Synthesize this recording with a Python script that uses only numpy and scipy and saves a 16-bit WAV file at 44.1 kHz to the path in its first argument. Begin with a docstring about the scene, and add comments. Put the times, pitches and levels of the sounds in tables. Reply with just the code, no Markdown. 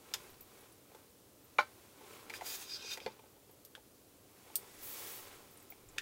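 """A faint hum and hiss in a quiet parked car, then small sounds of a meal at a wooden table.
A padded jacket shuffles and swishes (flickering friction noise); a plastic tray bumps and crockery knocks (struck modes).
Thin high ticks, most perhaps from moist food, one a loud hard snap, and chopstick clicks are cracks with brief rings;
chopsticks scrape the tray (noise through wavering resonances).
The small cabin adds dense reflections to the contacts and friction; the sound is mono."""
import sys
import numpy as np
from scipy import signal
from scipy.fft import rfft, irfft
from scipy.io import wavfile
from scipy.ndimage import uniform_filter1d

SR = 44100
rng = np.random.default_rng(int(sys.argv[2]) if len(sys.argv) > 2 else 0)


def inscribe(sig):
    """Save sig as 16-bit PCM at rate SR to the path in sys.argv[1].

    A 1-D sig is mono; a 2-D sig holds one channel per row.
    Samples are clipped to [-1, 1] before scaling.
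    """
    pcm = np.round(np.clip(np.atleast_2d(sig).T, -1, 1) * 32767)
    wavfile.write(sys.argv[1], SR, pcm.astype(np.int16))


N = 265041
TIME = np.arange(N) / SR
RING_TIME = TIME[:SR // 4]   # a quarter second, for single contacts and echoes

# crockery blows, a first touch, the full blow and a faint rattle: start_s, level_db, contact_brightness_hz
KNOCKS = [(1.5850, -44, 7000), (1.5855, -21.5, 3200), (1.6055, -39.5, 5000), (1.6252, -50, 3000)]


def from_db(db):
    """Decibels to gain."""
    return 10 ** (np.asarray(db) / 20)


def rms_one(x):
    """Scale to unit power."""
    return x / np.sqrt(np.mean(x ** 2) + 1e-20)


def coloured(x, colour):
    """Shape the spectrum by (hz, db) points, straight in log frequency; unit power."""
    hz, db = np.transpose(colour)
    bins_hz = np.maximum(np.fft.rfftfreq(N, 1 / SR), 1)
    gain = from_db(np.interp(np.log(bins_hz), np.log(hz), db))
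    return rms_one(irfft(rfft(x) * gain, N))


def cut(x, hz, kind, order=2):
    """Causal low- or high-pass."""
    return signal.sosfilt(signal.butter(order, min(hz, .45 * SR), kind, fs=SR, output="sos"), x)


def resonate(x, hz, width_hz):
    """One resonance, of gain 1 at its top."""
    return signal.lfilter(*signal.iirpeak(hz, hz / width_hz, fs=SR), x)


def drift(hz):
    """Random wander of unit power, slower than hz."""
    return rms_one(cut(rng.standard_normal(N), hz, "low"))


def add(track, start_s, sound):
    """Mix a sound into the track at a time."""
    start = min(round(start_s * SR), N - 1)
    track[start:start + len(sound)] += sound[:N - start]


def together(gains):
    """Overlapping movements add in power."""
    return np.sqrt(sum(gain ** 2 for gain in gains))


def swell(top_s, half_s):
    """A movement gathers speed and slows again: a rounded top with flanks straight in dB."""
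    flank_db = 9.5   # final slope, per half-length
    return from_db(-flank_db * (np.hypot(1, (TIME - top_s) / half_s) - 1))


def stroke(start_s, length_s, attack_s, release_s, rise_db_per_s=0):
    """Attack, a hold that may grow to full level, release; attack and release times are per 20 dB."""
    early_s = np.maximum(start_s - TIME, 0)
    late_s = np.maximum(TIME - start_s - length_s, 0)
    to_go_s = np.clip(start_s + length_s - TIME, 0, length_s)
    return from_db(-20 * (early_s / attack_s + late_s / release_s) - rise_db_per_s * to_go_s)


def cabin(x, wet_db, low_hz=500, even_hz=800):
    """Direct sound plus dense reflections from table, windows and walls: a fine comb, even in overall colour."""
    cabin_t60_s = 0.17
    near_t60_s, near_db = 0.051, 15   # box walls and table top answer first and briefly
    t = RING_TIME
    fade = from_db(-60 * t / cabin_t60_s) + from_db(near_db - 60 * t / near_t60_s)
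    echoes = rng.standard_normal(len(t)) * fade * (t > .0004)
    echoes = cut(echoes / np.linalg.norm(echoes), low_hz, "high")
    paths = rfft(signal.unit_impulse(len(t)) + from_db(wet_db) * echoes, SR)   # bins 1 Hz apart
    smooth_power = uniform_filter1d(np.abs(paths) ** 2, max(int(even_hz), 1))
    response = irfft(paths / np.sqrt(smooth_power), SR)[:len(t)]
    return np.hypot(1, from_db(wet_db)) * signal.fftconvolve(x, response)[:len(x)]


def ring(hz, t60_s):
    """A struck mode: a sine that dies exponentially."""
    return np.sin(2 * np.pi * hz * RING_TIME) * from_db(-60 * RING_TIME / t60_s)


def crack(low_hz, high_hz):
    """The brief broadband pulse of a contact, of height 1."""
    pulse = cut(signal.unit_impulse(SR // 4), low_hz, "high", order=4)
    pulse = cut(pulse, high_hz, "low", order=1)
    return pulse / np.abs(pulse).max()


def struck(blows, modes, wet_db, crack_db, crack_low_hz, crack_wet_db):
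    """Every blow cracks and rings the same body; a softer contact has less treble."""
    body = sum((-1) ** k * from_db(db) * ring(hz, t60_s) for k, (hz, db, t60_s) in enumerate(modes))
    out = np.zeros(N)
    for start_s, level_db, contact_hz in blows:
        clack = from_db(crack_db) * cabin(crack(crack_low_hz, contact_hz), crack_wet_db)
        blow = cabin(body, wet_db, low_hz=1070) + clack
        add(out, start_s, from_db(level_db) * cut(blow, contact_hz, "low", order=1))
    return out


def snap(modes, cycles, crack_db, crack_low_hz, crack_high_hz, wet_db, crack_wet_db):
    """A small contact: a crack and a brief ring at its (hz, db) modes, down 60 dB after the given cycles."""
    tone = sum(from_db(db) * ring(hz, cycles / hz) for hz, db in modes)
    lowest_hz = min(hz for hz, db in modes)
    tone = cut(tone, 0.8 * lowest_hz, "high", order=4)   # small things radiate little bass
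    edge = from_db(crack_db) * crack(crack_low_hz, crack_high_hz)
    return cabin(tone, wet_db) + cabin(edge, crack_wet_db)


def friction(colour, slips_per_s, flutter_db, wet_db, even_hz=600):
    """Surfaces catch and slip thousands of times a second, under a wavering pressure; unit power."""
    slips = rng.standard_normal(N) * (rng.random(N) < slips_per_s / SR)
    pressure = from_db(flutter_db * drift(41.7))
    return coloured(cabin(slips * pressure, wet_db, even_hz=even_hz), colour)


def hush():
    """Filtered noise: faint cabin hum and hiss, and a deep seat rumble that swells as weight shifts."""
    # weight shifts: top_s, level_db
    shifts = [(.34, -70), (2.42, -69.5), (3.04, -82), (4.84, -73), (5.33, -70), (5.991, -65)]
    # rumble spectrum: frequency_hz, density_db
    sway_colour = [(15, -8), (42, -6.5), (70, -12), (130, -10), (400, -49), (2000, -78)]
    # hum and hiss spectrum: frequency_hz, density_db
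    hush_colour = [(12, -52.5), (20, -22), (104, -0.5), (163, -9), (204, -5), (241, -7), (285, -0.4),
                   (357, -6.5), (388, -3.5), (527, -6.5), (642, -10), (923, -16.5), (1220, -16),
                   (1610, -21), (7000, -20.5), (15000, -19.5)]
    shifting = together(from_db(db) * swell(top_s, half_s=0.11) for top_s, db in shifts)
    sway = shifting * coloured(rng.standard_normal(N), sway_colour)
    return sway + from_db(-62) * coloured(rng.standard_normal(N), hush_colour)


def jacket():
    """Each reach shuffles the padding and slides the nylon; where the sleeve brushes, it hisses and zips."""
    # arm movements: top_speed_s, half_length_s, padding_db, nylon_db
    reaches = [(0.193, 0.12, -60, -60.5), (0.588, 0.11, -65, -65), (0.97, 0.068, -67, -69),
               (1.763, 0.18, -65.5, -66), (2.142, 0.1, -57.5, -59), (2.41, 0.1, -56, -64.5),
               (2.912, 0.17, -59.5, -69), (3.23, 0.077, -87, -87), (4.62, 0.17, -61.5, -61.5),
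               (5.035, .14, -56.5, -48.5), (5.303, 0.088, -57.5, -62.5), (5.583, 0.22, -67, -67),
               (5.985, 0.065, -63.5, -69)]
    # sleeve against jacket: start_s, length_s, hiss_db, weave_zip_db
    swishes = [(2.349, 0.017, -51, -74), (2.464, 0.09, -46, -45), (2.595, 0.042, -49, -71),
               (2.675, 0.079, -57.5, -73), (2.917, 0.025, -51.5, -54), (4.834, 0.11, -57, -44.5),
               (4.994, 0.19, -66, -47.5)]
    # nylon spectrum: frequency_hz, density_db
    slide_colour = [(150, -34.5), (400, -2.5), (1000, -5), (2000, -2.5), (4000, -2.5), (7000, -2.5),
                    (10000, -3.5), (14000, -4.5), (16000, -4.5)]
    # weave spectrum: frequency_hz, density_db
    zip_colour = [(1000, -46), (9000, -15), (11500, -9), (13300, -6), (15500, -3.5)]
    # padding spectrum: frequency_hz, density_db
    shuffle_colour = [(100, -15), (350, 7), (600, 2.5), (1000, 2.5), (1600, -2), (2500, -4), (4000, -9),
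                      (8000, -37), (16000, -67.5)]
    padding, nylon, zipping = [], [], []
    for top_s, half_s, padding_db, nylon_db in reaches:
        speed = swell(top_s, half_s)
        padding.append(from_db(padding_db) * speed)
        nylon.append(from_db(nylon_db) * speed)
    for start_s, length_s, hiss_db, zip_db in swishes:
        release_s = 0.033 + 0.43 * length_s   # a longer swish dies more slowly
        contact = stroke(start_s, length_s, 0.037, release_s)
        nylon.append(from_db(hiss_db) * contact)
        zipping.append(from_db(zip_db) * contact)
    slide = together(nylon) * friction(slide_colour, slips_per_s=20000, flutter_db=0.6, wet_db=-9.5)
    weave = together(zipping) * coloured(rng.standard_normal(N), zip_colour)
    shuffle = together(padding) * friction(shuffle_colour, slips_per_s=2500, flutter_db=1.0, wet_db=-3.0)
    return slide + weave + shuffle


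def tray():
    """The plastic tray bumps on the table: a crack and short modes, duller for softer contacts."""
    # bumps: start_s, level_db, contact_brightness_hz
    bumps = [(.114, -58, 2500), (.141, -59.5, 1500), (.916, -61, 1190), (.947, -58, 2000),
             (2.010, -57.5, 900), (2.043, -61.5, 3000), (2.420, -71, 2000), (2.843, -56, 1200),
             (2.9735, -50.5, 5000), (3.013, -57, 1000), (3.0622, -37.5, 1620), (3.0755, -47, 1200),
             (3.1915, -59, 1690), (3.238, -64, 990), (3.259, -64.5, 1400), (3.365, -66, 2000),
             (3.494, -65.5, 1500), (3.775, -60, 1210), (4.499, -59, 1500), (4.630, -58, 1200),
             (5.962, -61.5, 2500)]
    # tray modes: frequency_hz, level_db, t60_s
    tray_modes = [(128, -30, 0.39), (213, -18, 0.19), (377, -12, 0.12), (435, 4.5, 0.048),
                  (540, -0.5, 0.057), (730, -2, 0.036), (879, 0, 0.058), (973, -18, 0.084),
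                  (1485, -13, 0.034), (2370, -2.5, 0.023), (3570, 1.5, 0.013), (4800, -5, 0.0086)]
    return struck(bumps, tray_modes, wet_db=3, crack_db=3.5, crack_low_hz=408, crack_wet_db=12.0)


def thin_ticks():
    """Thin, high ticks, most perhaps from moist food, and one loud, hard snap at 4.556 s: a crack and one mode."""
    # ticks: start_s, level_db, pitch_hz, ring_cycles, crack_db
    ticks = [ (.1382, -28.5, 11800, 22, -14), (.3028, -47, 14300, 40, -12), (0.4086, -37.5, 13500, 35, -7),
             (.426, -45, 14200, 38, -12), (0.6086, -50.5, 11000, 50, -14), (0.723, -49.5, 10200, 35, -4),
             (1.4437, -46.5, 13700, 28, -15), (3.5125, -46, 13200, 28, -12), (3.65, -42.5, 12000, 46, 5),
             (4.5556, -18, 14100, 43, -7), (4.5559, -31.5, 4540, 13, -30), (4.5558, -19, 8920, 22, -4.5),
             (5.348, -46, 10500, 15, -6), (5.5125, -46, 14000, 33, -21), (5.538, -49, 13500, 36, -16),
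             (5.573, -44.5, 9500, 23, -1), (5.6008, -50.5, 8100, 40, 2), (5.627, -47, 13500, 34, -12),
             (5.702, -35, 14800, 60, -19), (5.8877, -46, 7200, 26, -14)]
    out = np.zeros(N)
    for start_s, level_db, hz, cycles, crack_db in ticks:
        # the higher the pitch, the higher the crack starts
        tick = snap([(hz, 0)], cycles, crack_db, crack_low_hz=0.29 * hz, crack_high_hz=14300,
                    wet_db=4.5, crack_wet_db=3.0)
        add(out, start_s, from_db(level_db) * tick)
    return out


def chopsticks():
    """Wooden tips click on box and tray: two modes whose pitch depends on the spot, with the same damping."""
    # clicks: start_s, level_db, pitch_hz, second_mode_hz, second_mode_db, crack_db, crack_low_hz
    clicks = [ (0.1383, -25, 3540, 5040, 2.5, -2.5, 1700), (0.141, -40.5, 1670, 6800, 15, 14.5, 790),
              (.343, -52, 4530, 3700, -15, -8, 3000), (0.948, -55, 1520, 3100, -9, 7, 800),
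              (2.2980, -39.5, 2300, 4530, -5, 3, 1200), (2.3025, -34, 2310, 870, -10, -8, 1300),
              (2.3386, -33.5, 2330, 1780, -2.5, -5, 1200), (2.4107, -38.5, 915, 2110, 1, -0.5, 560),
              (2.4195, -41, 844, 713, 4, -18, 520), (2.9734, -45.5, 1490, 2000, 2, 11, 850),
              (3.0025, -40, 2600, 3270, -1, -8, 2000), (3.0622, -36, 2060, 4440, 3, -11, 2200),
              (3.1927, -55, 990, 2960, -7, -2, 700), (3.7516, -42, 1640, 3260, 3.5, -0.5, 1110),
              (5.7225, -45, 2310, 790, -4, -10, 1390), (5.9800, -37, 2220, 3500, -4, -11, 1490),
              (5.9831, -26.5, 1830, 2630, 2, -6, 1500), (5.9830, -29.5, 3650, 4800, 0, -10, 4500),
              (5.9832, -32.5, 6250, 7000, 0, -8, 5000)]
    out = np.zeros(N)
    for start_s, level_db, hz, second_hz, second_db, crack_db, low_hz in clicks:
        modes = [(hz, 0), (second_hz, second_db)]
        click = snap(modes, 20.3, crack_db, low_hz, crack_high_hz=4260, wet_db=-0.5, crack_wet_db=4.5)
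        add(out, start_s, from_db(level_db) * click)
    return out


def crockery():
    """A hard knock rings the crockery's many modes, then fine chatter follows."""
    # crockery modes, the last three very short for the clack: frequency_hz, level_db, t60_s
    crockery_modes = [(208, -38, 0.31), (343, -23, 0.09), (493, -9.5, 0.054), (595, -10, 0.11),
                      (760, -6.5, 0.061), (830, -1, 0.068), (887, 2, 0.029), (1050, 1, 0.067),
                      (1217, -15, .06), (1322, 1.5, 0.053), (1410, -0.5, 0.049), (1474, -4.5, 0.085),
                      (1540, -15, 0.17), (1730, -9, 0.039), (1835, -15, 0.07), (2066, -6.5, 0.064),
                      (2190, -4, .04), (2325, -1, 0.047), (2444, -2.5, 0.027), (2756, -15.5, 0.05),
                      (3020, -10, 0.04), (3480, -14, 0.064), (3860, -21, 0.07), (4200, -16, 0.075),
                      (4260, -18.5, .06), (5460, -25, .08), (1130, 3.5, 0.013), (2370, 0.5, 0.016),
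                      (4100, -6, 0.013)]
    knock = struck(KNOCKS, crockery_modes, wet_db=-8, crack_db=-14, crack_low_hz=595, crack_wet_db=-1)
    return knock + chatter(start_db=-36.5, t60_s=0.16)


def chatter(start_db, t60_s):
    """Tiny contacts follow the main blow and die away as the crockery settles."""
    # chatter spectrum: frequency_hz, density_db
    chatter_colour = [(300, -26), (900, 9), (1500, 9), (2500, 2), (4200, 4), (5500, -6), (6700, -5),
                      (8200, -19), (10500, -11), (15000, -22)]
    since_s = TIME - KNOCKS[1][0]
    fade = (since_s > 0) * from_db(start_db - 60 * np.abs(since_s) / t60_s)
    return fade * friction(chatter_colour, slips_per_s=2500, flutter_db=1.5, wet_db=-1.0)


def scrape():
    """Wood sticks and slips on thin plastic; tray resonances waver, and each stroke has its own note."""
    # strokes: start_s, length_s, end_level_db, tip_note_hz, tip_note_db
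    strokes = [(2.356, 0.022, -53.5, 6000, 2), (2.462, 0.096, -46.5, 6900, 17),
               (2.597, 0.057, -56, 6380, 19), (2.7, 0.065, -47.5, 4650, 10), (2.811, 0.13, -42.5, 4300, -1),
               (3.032, 0.013, -55, 4660, -5), (3.104, 0.022, -64.5, 3000, 0)]
    # tray resonances: frequency_hz, width_hz, mean_level_db
    scrape_peaks = [(1400, 48, 14.5), (1535, 30, 7.5), (2465, 90, 4.5), (2650, 50, 10), (3680, 69, 11),
                    (4840, 140, 10), (5090, 90, 4), (5930, 90, -2), (7300, 110, 6), (7630, 100, 4)]
    # rasp spectrum: frequency_hz, density_db
    rub_colour = [(300, -40), (1000, -28), (1500, -4.5), (2000, -3.5), (2700, 2), (3700, 1.5), (5000, 2.5),
                  (6500, 0), (8000, -6.5), (11000, -10.5), (16000, -15)]
    waver_db, waver_hz = 3.5, 11.6
    rasp = friction(rub_colour, slips_per_s=3000, flutter_db=0.5, wet_db=2.5, even_hz=1100)
    gritty = rasp + from_db(-1) * catches()
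    for hz, width_hz, db in scrape_peaks:
        gritty = gritty + from_db(db + waver_db * drift(waver_hz)) * resonate(rasp, hz, width_hz)
    out = squeak(width_hz=320)
    for start_s, length_s, end_db, tip_hz, tip_db in strokes:
        # the tips bear down harder as a stroke goes on
        press = stroke(start_s, length_s, attack_s=0.062, release_s=0.03, rise_db_per_s=47)
        tip_note = from_db(tip_db) * resonate(rasp, tip_hz, width_hz=220)
        out = out + from_db(end_db) * press * rms_one(gritty + tip_note)
    return out


def catches(per_s=260, spread_db=1.5, t60_s=0.044):
    """The tip catches on ridges and scraps of food; each catch pings at its own pitch. Unit power."""
    low_hz, high_hz = 2997, 6730
    out = np.zeros(N)
    for when, place, size in rng.random((int(per_s * N / SR), 3)):
        hz = low_hz * (high_hz / low_hz) ** place
        level_db = -spread_db * np.log(max(size, .05))
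        add(out, when * N / SR, from_db(level_db) * ring(hz, t60_s))
    return rms_one(cabin(out, wet_db=3))


def squeak(width_hz):
    """Nearly regular slips of a tip: a sine gliding mostly down, roughened to a narrow band by random gain."""
    # squeak contour: time_s, pitch_hz, level_db
    squeak_path = [(2.68, 5200, -72), (2.714, 5250, -55), (2.749, 4830, -45), (2.768, 4120, -61),
                   (2.80, 3670, -66)]
    s, hz, db = np.transpose(squeak_path)
    phase = 2 * np.pi * np.cumsum(np.interp(TIME, s, hz)) / SR
    tone = rms_one(drift(width_hz) * np.sin(phase))
    return tone * from_db(np.interp(TIME, s, db, left=-np.inf, right=-np.inf))


def scene():
    """All sources, the same in both ears."""
    mono = hush() + jacket() + tray() + thin_ticks() + chopsticks() + crockery() + scrape()
    return np.tile(mono, (2, 1))


def record(dry):
    """A steep elliptic low-pass cuts the top."""
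    cutoff_hz = 15750
    return signal.sosfilt(signal.ellip(10, .2, 70, cutoff_hz, fs=SR, output="sos"), dry)


dry = scene()
out = record(dry)
inscribe(out)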